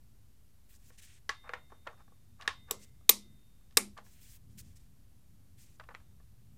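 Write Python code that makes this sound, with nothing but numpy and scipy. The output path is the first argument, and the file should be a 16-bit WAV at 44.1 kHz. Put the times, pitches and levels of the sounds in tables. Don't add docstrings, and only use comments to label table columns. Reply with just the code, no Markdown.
import sys
import numpy as np
from scipy import signal
from scipy.fft import rfft, irfft
from scipy.io import wavfile
from scipy.ndimage import uniform_filter1d

SR = 44100
rng = np.random.default_rng(int(sys.argv[2]) if len(sys.argv) > 2 else 0)


def wav_out(sig):
    wavfile.write(sys.argv[1], SR, np.round(np.clip(np.atleast_2d(sig).T, -1, 1) * 32767).astype(np.int16))


def undo_db(level):
    steps = np.asarray(level, float) / 20
    return 10 ** steps


N = 290125

# pitch_hz [Hz], level_db [dB], t60_s [s]
FORK_MODES = [(480, -12.5, 0.065), (794, -13.5, 0.06), (1120, 0, 0.027), (1370, -6.5, 0.019),
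              (1760, -2.5, 0.021), (1950, -3.5, 0.0096), (2766, -6, 0.013), (3480, -8, .012),
              (4300, -12.5, 0.0072), (5640, -11.5, 0.011)]
# pitch_hz [Hz], level_db [dB], t60_s [s]
THUMP_MODES = [(239, -26, 0.32), (260, -13.5, 0.078), (344, -9, .06), (403, -3.5, 0.036), (442, 3.5, .04),
               (827, -6, .04), (1160, 0.5, 0.042)]


def level(x, db):
    return x * undo_db(db) / np.sqrt(np.mean(x ** 2))


def peak(x, db):
    return x * undo_db(db) / np.max(np.abs(x))


def band(x, lo_hz, hi_hz):
    edges = [lo_hz, min(hi_hz, 0.45 * SR)]
    return signal.sosfilt(signal.butter(2, edges, "bandpass", fs=SR, output="sos"), x)


def colour(x, points):
    hz, db = np.transpose(points)
    f = np.fft.rfftfreq(len(x), 1 / SR)
    gain = undo_db(np.interp(np.log(f + 1), np.log(hz), db))
    return irfft(rfft(x) * gain, len(x))


def add(track, s, sound):
    i = int(s * SR)
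    track[i:i + len(sound)] += sound[:N - i]


def walk(rate):
    hold = int(SR / rate)
    steps = rng.standard_normal(999)[np.arange(N) // hold]
    return 1.2 * uniform_filter1d(steps, hold)


def strokes(rows, edge_s):
    t = np.arange(N) / SR
    start_s, length_s, level_db, change_db = np.array(rows)[:, :4].T[:, :, None]
    inside_s = np.minimum(t - start_s, start_s + length_s - t)
    edges = np.clip(inside_s / edge_s + 0.5, 0, 1)
    progress = np.clip((t - start_s) / length_s, 0, 1)
    return edges * undo_db(level_db + change_db * (progress - 0.5))


def ring(modes, phase):
    t = np.arange(SR) / SR
    if max(m[2] for m in modes) < 0.1:
        t = t[:SR // 10]
    hz, db, t60 = np.array(modes, float).T[:, :, None]
    tones = np.sin(2 * np.pi * (hz * t + phase[:, None]))
    decay = np.exp(-np.log(1000) * t / t60)
    out = np.sum(undo_db(db) * tones * decay, axis=0)
    return out / np.max(np.abs(out))


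def strike(modes, ms, crowd, crowd_db, fade_ms):
    t_ms = np.arange(len(crowd)) / SR * 1000
    chatter = 0.45 * rng.standard_normal(len(t_ms)) * np.exp(-(t_ms / ms) ** 2)
    chatter[0] = 1.6
    response = ring(modes, rng.random(len(modes)))[:len(t_ms)]
    clear = signal.fftconvolve(chatter, response)[:len(t_ms)]
    flare = np.sqrt(signal.lfilter([1], [1, -0.9], chatter ** 2))
    crowd = crowd * (flare + 0.22 * np.exp(-t_ms / fade_ms))
    return peak(clear, 0) + peak(crowd, crowd_db)


def garage():
    # centre_hz [Hz], level_db [dB], t60_s [s]
    tail_bands = [(246, -0.5, 0.46), (500, 0.5, 0.27), (1000, 2, 0.19), (2000, 1, 0.13), (4000, -4.5, 0.25),
                  (8000, -1.5, 0.19), (13400, 3.5, 0.053)]
    t = np.arange(SR // 2) / SR
    tail = np.zeros(len(t))
    for hz, db, t60 in tail_bands:
        noise = level(band(rng.standard_normal(len(t)), hz / 1.42, hz * 1.42), 0)
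        tail += undo_db(db) * noise * np.sqrt(hz / t60) * np.exp(-np.log(1000) * t / t60)
    return tail * (1 - np.exp(-t / 0.00033))


def echo(hit, all_round, db, direct_db):
    tail = np.zeros(SR // 2)
    for source, source_db in ((all_round, 0), (hit, direct_db)):
        feed = level(source, source_db) / np.sqrt(len(source))
        tail += signal.fftconvolve(garage(), feed)[:SR // 2]
    return level(tail, db) * np.sqrt(np.sum(hit ** 2) / len(tail))


def floor():
    # time_s [s], level_db [dB]
    traffic = [(0.0, -66), (0.2, -67), (0.64, -70), (1.48, -67), (2.34, -64.5), (2.58, -61), (3.32, -63.5),
               (3.52, -69), (3.94, -62), (4.18, -65.5), (4.65, -53.5), (5.0, -62.5), (5.33, -59.5),
               (5.73, -63), (6.12, -57.5), (6.58, -56.5)]
    # pitch_hz [Hz], level_db [dB]
    hiss_colour = [(15, -20), (22, -6.5), (40, -1), (75, -4), (130, -10.5), (165, -21.5), (215, -15),
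                   (320, -24), (480, -29.5), (1000, -33.5), (2500, -37), (6000, -37), (14300, -36.5),
                   (16000, -46.5)]
    floor_db = -63
    steady = colour(rng.standard_normal(N), hiss_colour)
    swell_db = np.interp(np.arange(N) / SR, *np.transpose(traffic))
    deep = level(band(rng.standard_normal(N), 61, 120), -3.5)
    deep *= undo_db(swell_db + 1.8 * walk(8))
    low = level(band(band(rng.standard_normal(N), 81, 240), 81, 240), -9.5)
    low *= undo_db(swell_db + 3.5 * walk(8.9))
    return level(steady, floor_db - 0.5) + deep + low


def sleeve():
    # start_s [s], length_s [s], level_db [dB], change_db over the stroke [dB], crisp_db [dB]
    rustles = [(0.692, .08, -68, -4, 2.5), (0.791, 0.113, -72, 9, 2), (0.916, 0.046, -74.5, -.5, -15),
               (0.982, 0.023, -58, -2, -4.5), (1.017, 0.042, -59, -.5, -1.5),
               (1.061, 0.13, -66, -7.5, -9.5), (2.787, .06, -64, 12, -3.5), (2.85, 0.049, -75.5, -1.5, -5),
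               (4.044, .16, -68.5, 3.5, 1), (4.208, .165, -63.5, .8, 3.77), (4.495, 0.091, -79.5, -1.5, -4),
               (4.581, 0.031, -55, -3.5, 4.3), (4.618, 0.12, -73.5, -0.5, -3), (4.76, 0.022, -66, -4, -1),
               (4.792, 0.0792, -76, -1, -3), (5.578, .07, -66, 0, .8), (5.655, 0.1115, -73.5, -6, -2)]
    edge_s, top_db, low_db = 0.017, -5, -5
    fibres = rng.standard_normal(N) * undo_db(1.6 * rng.exponential(size=N))

    def cloth(lo_hz, hi_hz):
        return level(band(band(fibres, lo_hz, hi_hz), lo_hz, hi_hz), 0) * undo_db(1.5 * walk(40))

    mid, top, low = cloth(3530, 9700), cloth(10600, 24000), cloth(1500, 5240)
    gains, crisp_db = strokes(rustles, edge_s), np.array(rustles)[:, -1]
    top_gain = undo_db(top_db + crisp_db) @ gains
    low_gain = undo_db(low_db - 0.3 * crisp_db) @ gains
    return mid * gains.sum(axis=0) + top * top_gain + low * low_gain


def disc():
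    # pitch_hz [Hz], level_db [dB], t60_s [s]
    disc_modes = [(2027, -1, .8), (2115, -2, .8), (2750, -3, .4), (3653, 0.5, 1.9), (3657, -6.5, 0.83)]
    return ring(disc_modes, np.array([0, 0.5, 0, 0, 0.5]))


def taps():
    # start_s [s], peak_db [dB], contact cutoff_hz [Hz], rattle_ms [ms], disc_db [dB]
    knocks = [(1.2925, -20.5, 4000, 4, -34.5), (1.4925, -32, 2040, 2.1, -26.5),
              (1.535, -26, 2300, 8.3, -44.5), (1.720, -43.5, 1200, 8.7, -37.5),
              (1.8705, -30.5, 2040, 6.6, -40), (2.411, -40.5, 5030, 2.6, -42.5),
              (2.421, -40, 4000, 6.5, -41), (2.477, -16.5, 3780, 3.34, -39), (2.7083, -31, 2000, 1, -45.5),
              (3.0915, -40, 7000, .4, -65), (3.976, -43, 4915, 5.8, -51.5), (3.985, -41, 1500, 4.7, -55.5),
              (5.798, -38, 2480, 3.9, -46.5), (5.8885, -39.5, 1593, 4, -50), (5.9485, -34, 2660, 1.4, -44)]
    # start_s [s], peak_db [dB], contact cutoff_hz [Hz]
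    touches = [(.741, -59, 3000), (0.862, -55, 9000), (0.903, -53, 2200), (1.867, -40.5, 1200),
               (1.93, -61.5, 6000), (2.005, -54, 1500), (2.079, -55, 1500), (2.119, -57.5, 1000),
               (2.397, -57, 1200), (2.431, -48.5, 5000), (2.687, -53, 2000), (3.009, -62.5, 900),
               (3.611, -68.5, 4000), (3.71, -54, 5000), (3.725, -60, 5000), (4.064, -59, 2500),
               (5.838, -53.5, 3000), (5.943, -47, 2000), (6.20, -60.5, 1102)]
    rattle_cycles, touch_disc_db = 4.4, -43
    thump_db = -21
    out, pulse = np.zeros(N), np.eye(1024)[0]
    body = ring([mode for mode in THUMP_MODES if mode[0] < 500], np.zeros(1))
    ticks = [(s, db, hz, rattle_cycles / hz * 1e3, touch_disc_db) for s, db, hz in touches]
    for s, db, hz, ms, disc_db in sorted(knocks + ticks):
        modes = []
        for (f, gain_db, t60), (detune, grip) in zip(FORK_MODES, rng.standard_normal((len(FORK_MODES), 2))):
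            modes.append((f * (1 + 0.02 * detune), gain_db + 1.5 * grip, t60))
        edges = min(0.25 * hz, 3000), max(hz, 800)
        blow = strike(modes, max(ms, 0.3), rng.standard_normal(SR // 10), 11.0, 6.0)
        hit = peak(band(blow, *edges), db)
        add(out, s, hit)
        add(out, s, echo(hit, band(pulse, *edges), -6.5, -1.2))
        add(out, s + 0.0018, undo_db(db + thump_db) * body)
        add(out, s, undo_db(db + disc_db) * disc())
    return out


def scrape():
    # start_s [s], length_s [s], level_db [dB], change_db over the slide [dB]
    slides = [(1.438, 0.046, -55, 7), (1.70, 0.097, -74, -15), (1.85, 0.023, -62.5, 8),
              (1.90, 0.053, -67, -6), (1.975, 0.049, -65.5, -3), (2.39, 0.045, -56, 15),
              (2.425, 0.045, -59.5, 9), (2.67, 0.04, -63.5, 25), (3.968, 0.0283, -56.5, -6.5),
              (5.808, .012, -53.5, -18), (5.83, 0.021, -68, -9), (5.90, 0.032, -57.5, -9),
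              (6.0, .035, -75, -10)]
    edge_s, grit_db = 0.009, -63
    grit_power = 0.3
    slips = rng.standard_normal(N) * undo_db(2.2 * rng.exponential(size=N)) * undo_db(2.5 * walk(150))
    fork = signal.fftconvolve(slips, ring(FORK_MODES, rng.random(len(FORK_MODES))))[:N]
    body = band(band(level(fork, -12.5) + level(slips, 4.2), 500, 2000), 500, 2000)
    grit = level(band(slips, 3000, 7000), grit_db)
    push = strokes(slides, edge_s).sum(axis=0)
    return level(body, -0.52) * push + grit * push ** grit_power


def clicks():
    # start_s [s], peak_db [dB], rattle_ms [ms], fork thump_db [dB], disc_db [dB]
    breaks = [
        (2.7101, -14.5, 2.27, -15, -44),
        (3.0929, 0, 4, -20, -58.5),
        (3.7709, -2.5, 5.6, -13.5, -82),
    ]
    # pitch_hz [Hz], width_hz [Hz], level_db [dB]
    wrench_modes = [
        [(2785, 630, -8.5), (3730, 66, -3), (5600, 42, -5.5), (5900, 390, 2), (7740, 67, 0), (9000, 92, -3.5),
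         (9840, 240, -8.5), (12700, 65, -5.5), (15300, 120, -6.5), (15660, 46, -11)],
        [(1990, 93, -15.5), (3780, 110, 3), (5490, 170, -13), (6780, 66, -8.5), (7600, 91, -2), (8970, 76, -4),
         (11800, 130, -19.5), (11160, 220, -9.5), (12000, 87, -9.5), (13700, 36, 0.5), (15120, 120, -16.5),
         (15700, 70, -28)],
        [(2150, 48, -10.5), (3800, 110, -0.5), (4950, 33, -3), (5560, 60, 1), (6790, 210, -7.5),
         (7900, 170, -12.5), (8430, 74, 2.5), (10120, 160, -13), (11500, 130, -9.5), (13200, 540, -8.5),
         (14100, 67, -6.5), (14600, 90, -14)],
    ]
    # pitch_hz [Hz], level_db [dB]
    glints = [
        [(180, -51.5), (300, -19), (447, 0), (725, -20.5), (1140, -7.5), (1280, -23), (6520, -12),
         (10600, -21.5), (11500, -16.5), (16000, -24.5)],
        [(180, -30), (300, -1), (689, -15), (1120, -5.5), (1580, -17.5), (2030, -3), (3030, -6), (5340, -0.5),
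         (14000, -6.5), (16000, -21)],
        [(180, -34.5), (300, 2.5), (462, -19.5), (842, -13.5), (1580, -15.5), (2250, -3.5), (3290, -18),
         (8790, -8.5), (14200, -14), (16000, -36)],
    ]
    # pitch_hz [Hz], level_db [dB], t60_s [s]
    wheel_modes = [(202, -0.15, .6), (207, -1.3, .6)]
    wheel_db, room_db = -32, -10
    out, t = np.zeros(N), np.arange(SR) / SR
    pulse = np.eye(512)[64]
    for (s, db, ms, thump_db, disc_db), peaks, glint in zip(breaks, wrench_modes, glints):
        tube = [(hz, gain_db, 0.85 / width) for hz, width, gain_db in peaks]
        crowd = band(colour(rng.standard_normal(SR // 10), glint), 900, 19000)
        hit = peak(strike(tube, ms, crowd, -1.5, 8.5), db)
        add(out, s, hit)
        add(out, s, echo(hit, colour(pulse, glint), room_db, -6))
        thump = ring(THUMP_MODES, rng.random(len(THUMP_MODES))) * (1 - np.exp(-t / 0.0012))
        add(out, s + 0.0011, undo_db(db + thump_db) * thump)
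        wheel = ring(wheel_modes, np.arange(2) / 2)
        add(out, s, undo_db(db + thump_db + wheel_db) * wheel)
        add(out, s, undo_db(db + disc_db) * disc())
    return out


def scene():
    return (floor() + sleeve() + taps() + scrape() + clicks())[None]


def low_pass(x):
    return signal.sosfilt(signal.butter(12, 16600, fs=SR, output="sos"), x)


def record(dry):
    heard = signal.sosfilt(signal.butter(8, 15600, fs=SR, output="sos"), dry)
    offset = -0.0014
    return low_pass(np.clip(heard + offset, -1, 1))


dry = scene()
out = record(dry)
wav_out(out)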